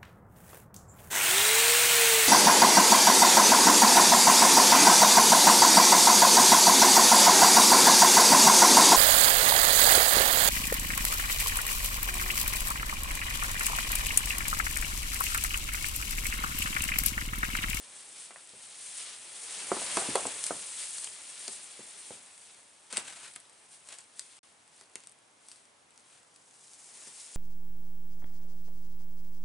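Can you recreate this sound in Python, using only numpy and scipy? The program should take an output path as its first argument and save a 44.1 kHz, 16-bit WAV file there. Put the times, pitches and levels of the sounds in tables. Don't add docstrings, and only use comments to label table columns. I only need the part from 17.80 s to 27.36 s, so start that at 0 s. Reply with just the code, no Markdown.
import sys
import numpy as np
from scipy import signal
from scipy.fft import rfft, irfft
from scipy.io import wavfile
from scipy.ndimage import uniform_filter1d

SR = 44100
rng = np.random.default_rng(int(sys.argv[2]) if len(sys.argv) > 2 else 0)


def store_pcm(level_fs):
    pcm = np.round(np.clip(level_fs, -1, 1) * 32767).astype(np.int16)
    wavfile.write(sys.argv[1], SR, np.atleast_2d(pcm).T)


N = 421596
TIME = np.arange(N) / SR

# t/s, level/dB
MOVEMENT = [(0, -56), (.65, -55), (1.1, -51), (1.52, -48), (2.2, -34.5), (2.5, -41), (2.85, -45),
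            (3.35, -48.5), (4.3, -50.5), (4.5, -57), (4.9, -62.5), (5.8, -62.5), (6.3, -65.5),
            (7.45, -73.5), (8.5, -75.5), (9.25, -56), (9.56, -56.5)]
# peak t/s, rise/s, fall/s, fizz level/dB, swish level/dB
TUGS = [(.18, 0.25, 0.19, -53, -57.5), (.41, 0.091, .08, -51, -55), (1.23, 0.31, 0.12, -45, -50),
        (1.72, 0.1, 0.076, -48, -49.5), (2.66, 0.083, .08, -39.5, -48), (3.0, .17, 0.14, -41, -51),
        (3.18, 0.13, 0.087, -44, -51.5), (3.66, 0.18, 0.14, -46, -52.5), (4.66, 0.09, 0.14, -59, -64.5),
        (5.5, 0.2, .1, -56.5, -61), (5.94, 0.046, 0.035, -52, -60.5), (6.13, 0.1, 0.07, -58, -67),
        (6.39, 0.033, 0.095, -56, -60), (6.52, 0.11, 0.14, -60.5, -63.5), (6.98, .08, 0.067, -63, -67),
        (7.24, 0.18, .08, -70, -69), (7.69, 0.083, 0.2, -62.5, -67), (8.32, 0.15, 0.12, -66, -71)]
# peak t/s, rise/s, fall/s, level/dB
BRUSHES = [(.4, 0.047, 0.035, -52), (9.5, 0.72, .5, -51.5)]
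# peak t/s, rise/s, fall/s, level/dB
LEANS = [(.08, .2, 0.35, -63.5), (2.23, 0.52, 0.42, -46.5), (5.19, 0.067, 0.093, -56),
         (9.27, 0.28, 0.054, -64)]
# f/Hz, level/dB
FIZZ_SPECTRUM = [(1500, -39.5), (4000, -27.5), (5800, -13), (7400, -6.5), (8700, -1.5), (9600, -2.5),
                 (11000, -14)]
SWISH_SPECTRUM = [(100, -32), (500, -15), (1300, -7.5), (2200, -3.5), (3400, -0.5), (4500, -1), (5800, -3),
                  (7500, -7), (11000, -18.5)]
BRUSH_SPECTRUM = [(1000, -25), (3000, -15), (4600, -6), (6300, -2), (7800, 1), (9500, 0), (11000, -9.5)]
RUB_SPECTRUM = [(30, -21), (60, -16.5), (130, -13), (250, -5), (370, -2), (520, -2), (700, 0), (950, -1),
                (1500, -3), (2200, 0), (3500, -5.5), (8000, -44)]
# f/Hz, level/dB
AIR_SPECTRUM = [(15, -55), (25, -20), (54, -20), (96, -5.5), (192, -5), (401, -3), (907, 0.5), (1260, -3),
                (1900, -5.5), (2050, -5.5), (4630, -11), (8970, -10), (11000, -15), (14300, -48),
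                (22000, -120)]
# f/Hz, correlation
AIR_LIKENESS = [(60, 0.35), (130, 0.83), (270, 0.51), (580, 0.08), (1220, 0.048), (2600, 0.13),
                (5520, 0.64), (11700, 0.78)]
# f/Hz, T60/s
ROOM_T60 = [(120, 0.48), (400, 0.22), (1000, 0.27), (3000, 0.3), (10000, 0.099)]
# t/s, tick level/dB, clack level/dB
SNAPS = [(2.171, -28, -33), (2.3559, -26.5, -31), (2.469, -31, -44), (2.6398, -28, -44),
         (2.6659, -27.5, -46), (3.1833, -34.5, -57), (3.244, -34, -52), (3.2721, -56, -39.5),
         (3.6798, -31.5, -44), (5.127, -35, -51), (5.1705, -23.5, -28.5), (5.1777, -30.5, -44),
         (5.5607, -39.5, -44), (6.0883, -43.5, -58), (6.1864, -45, -56), (6.3945, -33, -48),
         (7.011, -50, -59), (7.1557, -35.5, -40.5), (7.2369, -56, -54.5), (7.2720, -46, -59.5),
         (7.6857, -46.5, -60), (7.7159, -46.5, -54), (8.177, -51.5, -59), (8.5610, -52, -63),
         (8.934, -48.5, -70)]
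# f/Hz, level/dB
TICK_SPECTRUM = [(300, -18), (1500, -12.5), (3200, -13.5), (4400, -2.5), (6500, -3), (8600, 7), (11000, -7)]
CLACK_SPECTRUM = [(40, -30), (150, -12.5), (600, -5.5), (1400, -3), (2400, 2), (3600, 1), (5500, -11),
                  (11000, -27)]
# t/s, level/dB, lowest f/Hz of the spot, highest f/Hz of the blow, rebounds
BUMPS = [(0.507, -45, 453, 3040, 0), (0.559, -44.5, 650, 2200, 0), (0.735, -52.5, 150, 800, 1),
         (1.917, -21, 333, 1190, 2), (2.170, -22, 416, 1300, 1), (2.284, -31, 149, 417, 0),
         (2.354, -19.5, 670, 970, 0), (2.452, -29.5, 281, 910, 0), (2.707, -27, 140, 1390, 0),
         (3.680, -42.5, 217, 1182, 0), (3.992, -45, 190, 700, 0), (4.306, -40.5, 160, 794, 0),
         (5.130, -42, 200, 1300, 0), (5.179, -39.5, 130, 1130, 0), (5.563, -49.5, 500, 2620, 0),
         (7.01, -54.5, 400, 1810, 0), (7.156, -48.5, 200, 2540, 0), (9.272, -53, 160, 805, 0)]
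# f/Hz, level/dB, T60/s
CARDBOARD_MODES = [(119.5, -13, 0.17), (201, -7, 0.11), (276, -17, 0.11), (382.6, -3.5, 0.079),
                   (490, 1, 0.021), (594, -11, 0.046), (672, -4.5, 0.043), (796, -20, .04),
                   (960, -12, 0.019), (1250, 2.5, 0.018), (1440, -1, 0.026), (1540, -1, 0.035),
                   (1990, 5.5, 0.028)]
# peak t/s, rise/s, fall/s, level/dB
SCRAPES = [(3.998, .005, 0.036, -53), (4.31, .004, 0.052, -45.5), (5.107, .006, .05, -48),
           (5.129, 0.0055, .035, -36.5), (5.17, 0.034, 0.037, -33.5), (5.29, 0.074, 0.055, -41.5),
           (5.46, 0.17, 0.033, -49), (6.15, 0.078, 0.077, -49.5), (8.34, 0.094, 0.052, -59)]
# f/Hz, level/dB
SCRAPE_SPECTRUM = [(47, -37), (80, -16), (254, -9.5), (416, -9), (1010, -2.5), (1140, -4.5), (1520, 1),
                   (1990, -3), (2440, 0.5), (5240, -5), (8770, 1), (11000, -8), (14300, -29), (22000, -120)]


def gain_of(db):
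    return 10 ** (np.asarray(db) / 20)


def unit_rms(x):
    return x / np.sqrt(np.mean(x ** 2) + 1e-20)


def read(points, hz):
    f, value = np.transpose(points)
    return np.interp(np.log(hz + 1), np.log(f + 1), value)


def add(mix, s, sound):
    part = mix[..., round(s * SR):][..., :sound.shape[-1]]
    part += sound[..., :part.shape[-1]]


def coloured(x, spectrum, size=2048):
    hz = abs(np.fft.fftfreq(size, 1 / SR))
    log_gain = np.log(gain_of(np.maximum(read(spectrum, hz), -100)))
    taps = np.fft.ifft(np.exp(np.conj(signal.hilbert(log_gain)))).real
    return signal.oaconvolve(x, taps / np.linalg.norm(taps))[:len(x)]


def wander(per_s):
    points = rng.standard_normal(8192)
    return unit_rms(np.interp(TIME * per_s, np.arange(len(points)), points))


def burst(x):
    return x * np.sqrt(.004 * SR / np.sum(x ** 2))


def strokes(rows, drop_db=10, roundness=1.92):
    power = np.zeros(N)
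    for peak_s, rise_s, fall_s, db in rows:
        away = np.maximum((peak_s - TIME) / rise_s, (TIME - peak_s) / fall_s)
        near = away < 5
        power[near] += gain_of(db - drop_db * abs(away[near]) ** roundness) ** 2
    return np.sqrt(power)


def friction(spectrum, per_s, spread_db, clump_db, slide):
    size = gain_of(spread_db * np.minimum(rng.exponential(1, N), 5)) * rng.choice([-1, 1], N)
    slips = unit_rms(size * (rng.random(N) < per_s / SR))
    sliding = slide * rng.standard_normal(N)
    clumps = gain_of(clump_db * (wander(110) + wander(25)))
    return coloured(unit_rms((slips + sliding) * clumps), spectrum)


def in_box(x, left_db, walls_db, room_db, reflections=36):
    t = np.arange(SR // 2) / SR
    walls = np.zeros((2, len(t)))
    delay_s, sign = rng.uniform(.0015, .04, reflections), rng.choice([-1, 1], reflections)
    for microphone in walls:
        arrival_s = delay_s + rng.uniform(-.00015, .00015, reflections)
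        microphone[(arrival_s * SR).astype(int)] = sign * np.exp(-delay_s / 0.015)
    hz, age, noise = signal.stft(rng.standard_normal((3, len(t))), SR, nperseg=256)
    apart = np.minimum(0.32 + hz / 1800, 1)[:, None]
    diffuse = np.sqrt(1 - apart ** 2) * noise[:1] + apart * noise[1:]
    decay = gain_of(-60 * age / read(ROOM_T60, hz)[:, None])
    tail = signal.istft(diffuse * decay, SR, nperseg=256)[1][:, :len(t)] * np.minimum(t / 0.0048, 1)
    response = gain_of(walls_db) * walls / np.linalg.norm(walls[0])
    response += gain_of(room_db) * tail / np.linalg.norm(tail[0])
    response[:, 0] += gain_of([left_db / 2, -left_db / 2])
    return signal.oaconvolve(x[None], response, axes=1)[:, :N]


def spread_out(x, left_db, walls_db, room_db, places=3):
    place = (TIME * 45 + wander(60)) % places
    gap = abs((place - np.arange(places)[:, None] + places / 2) % places - places / 2)
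    shares = np.cos(np.pi / 2 * np.minimum(gap, 1)) ** 2
    return sum(in_box(x * share, left_db, walls_db, room_db) for share in shares)


def streamers(moving_db):
    fizz_tugs = strokes([(*timing, db) for *timing, db, _ in TUGS])
    swish_tugs = strokes([(*timing, db) for *timing, _, db in TUGS])
    flutter = np.hypot(gain_of(-45 + moving_db), fizz_tugs)
    sliding = np.hypot(gain_of(-51.5 + 0.96 * moving_db), swish_tugs)
    pressing = np.hypot(gain_of(-59 + 0.67 * moving_db), strokes(LEANS))
    brushing = strokes(BRUSHES)
    fizz = friction(FIZZ_SPECTRUM, per_s=3500, spread_db=2, clump_db=1, slide=0.77) * flutter
    swish = friction(SWISH_SPECTRUM, per_s=4000, spread_db=2, clump_db=1.1, slide=0.73) * sliding
    brush = friction(BRUSH_SPECTRUM, per_s=3000, spread_db=3.5, clump_db=1.4, slide=0.89) * brushing
    rub = friction(RUB_SPECTRUM, per_s=2000, spread_db=3, clump_db=0.8, slide=1.16) * pressing
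    return (gain_of(1.22) * spread_out(fizz + brush, left_db=2, walls_db=-7.5, room_db=-10.5)
            + gain_of(1.12) * spread_out(swish, left_db=2, walls_db=-8.5, room_db=-8)
            + gain_of(-0.75) * spread_out(rub, left_db=-0.5, walls_db=-10, room_db=-4))


def room_air(level_db=-63.5):
    hz = np.fft.rfftfreq(N, 1 / SR)
    left, unrelated = rfft(rng.standard_normal((2, N)))
    likeness = np.clip(read(AIR_LIKENESS, hz), -1, 1)
    right = likeness * left + np.sqrt(1 - likeness ** 2) * unrelated
    pair = np.array([left, right]) * gain_of(read(AIR_SPECTRUM, hz))
    return gain_of(level_db) * unit_rms(irfft(pair, N))


def stray_snaps(moving_db, per_s=9, spread_db=13):
    at = np.flatnonzero(rng.random(N) < per_s / SR)
    tick_db = (-44 + 0.5 * moving_db - spread_db * rng.random(N))[at]
    return list(zip(TIME[at], tick_db, tick_db - 8))


def snaps(moving_db, neighbours=6):
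    t, ticks, clacks = np.arange(SR // 40) / SR, np.zeros(N), np.zeros(N)
    for s, tick_db, clack_db in SNAPS + stray_snaps(moving_db):
        tick_noise, clack_noise = rng.standard_normal((2, len(t)))
        pop = burst(tick_noise * (np.exp(-t / 0.00044) + gain_of(-6) * np.exp(-t / 0.0027)))
        add(ticks, s, gain_of(tick_db) * pop)
        add(clacks, s, gain_of(clack_db) * burst(clack_noise * np.exp(-t / 0.0035)))
        for when, weakness in rng.random((neighbours, 2)):
            neighbour_db = min(tick_db - 8, -50) - 12 * weakness
            add(ticks, max(s - .025 + .08 * when, 0), gain_of(neighbour_db) * pop)
    pops = gain_of(1.43) * coloured(ticks, TICK_SPECTRUM) + gain_of(-1) * coloured(clacks, CLACK_SPECTRUM)
    return in_box(pops, left_db=2.4, walls_db=-14, room_db=-12)


def blows(rebound_s=0.05, first_rebound_db=-12):
    return [(s + k * rebound_s, db + first_rebound_db * np.sqrt(k), low_hz, high_hz)
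            for s, db, low_hz, high_hz, rebounds in BUMPS for k in range(round(rebounds) + 1)]


def bumps():
    t, walls = np.arange(SR // 4) / SR, np.zeros((3, N))
    hz, db, t60 = np.transpose(CARDBOARD_MODES)[:, :, None]
    for k, (s, level_db, low_hz, high_hz) in enumerate(blows()):
        detune, phase = rng.uniform(-1, 1, (2, len(hz), 1))
        modes = np.sin(2 * np.pi * hz * (1 + 0.019 * detune) * t + np.pi * phase)
        ring = (gain_of(db - 60 * t / t60) * modes).sum(0)
        slap = rng.standard_normal(len(t)) * (np.exp(-t / 0.0035) + gain_of(-8) * np.exp(-t / 0.033))
        band = np.vstack([signal.butter(2, low_hz, "high", fs=SR, output="sos"),
                          signal.butter(4, high_hz, fs=SR, output="sos")])
        thud = burst(signal.sosfilt(band, ring + gain_of(12.5) * slap))
        add(walls[k % len(walls)], s, gain_of(level_db) * thud)
    return gain_of(0.5) * sum(in_box(wall, left_db=-1.6, walls_db=-14.5, room_db=-13) for wall in walls)


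def flap():
    scrape = friction(SCRAPE_SPECTRUM, per_s=2400, spread_db=3, clump_db=3, slide=0.95) * strokes(SCRAPES)
    return gain_of(-1) * spread_out(scrape, left_db=2.5, walls_db=-5.5, room_db=-13)


def scene(brisk_db=-45):
    moving_db = np.interp(TIME, *np.transpose(MOVEMENT)) - brisk_db
    return streamers(moving_db) + flap() + bumps() + room_air() + snaps(moving_db)


def record(dry, dropout_s=(6.591, 6.631), cutoff_hz=11200):
    live = (TIME < dropout_s[0]) | (TIME > dropout_s[1])
    gate = uniform_filter1d(live.astype(float), size=64)
    low_pass = signal.firwin(501, cutoff_hz, window=("kaiser", 8), fs=SR)
    return signal.oaconvolve(dry * gate, low_pass[None], "same")


dry = scene()
out = record(dry)
store_pcm(out)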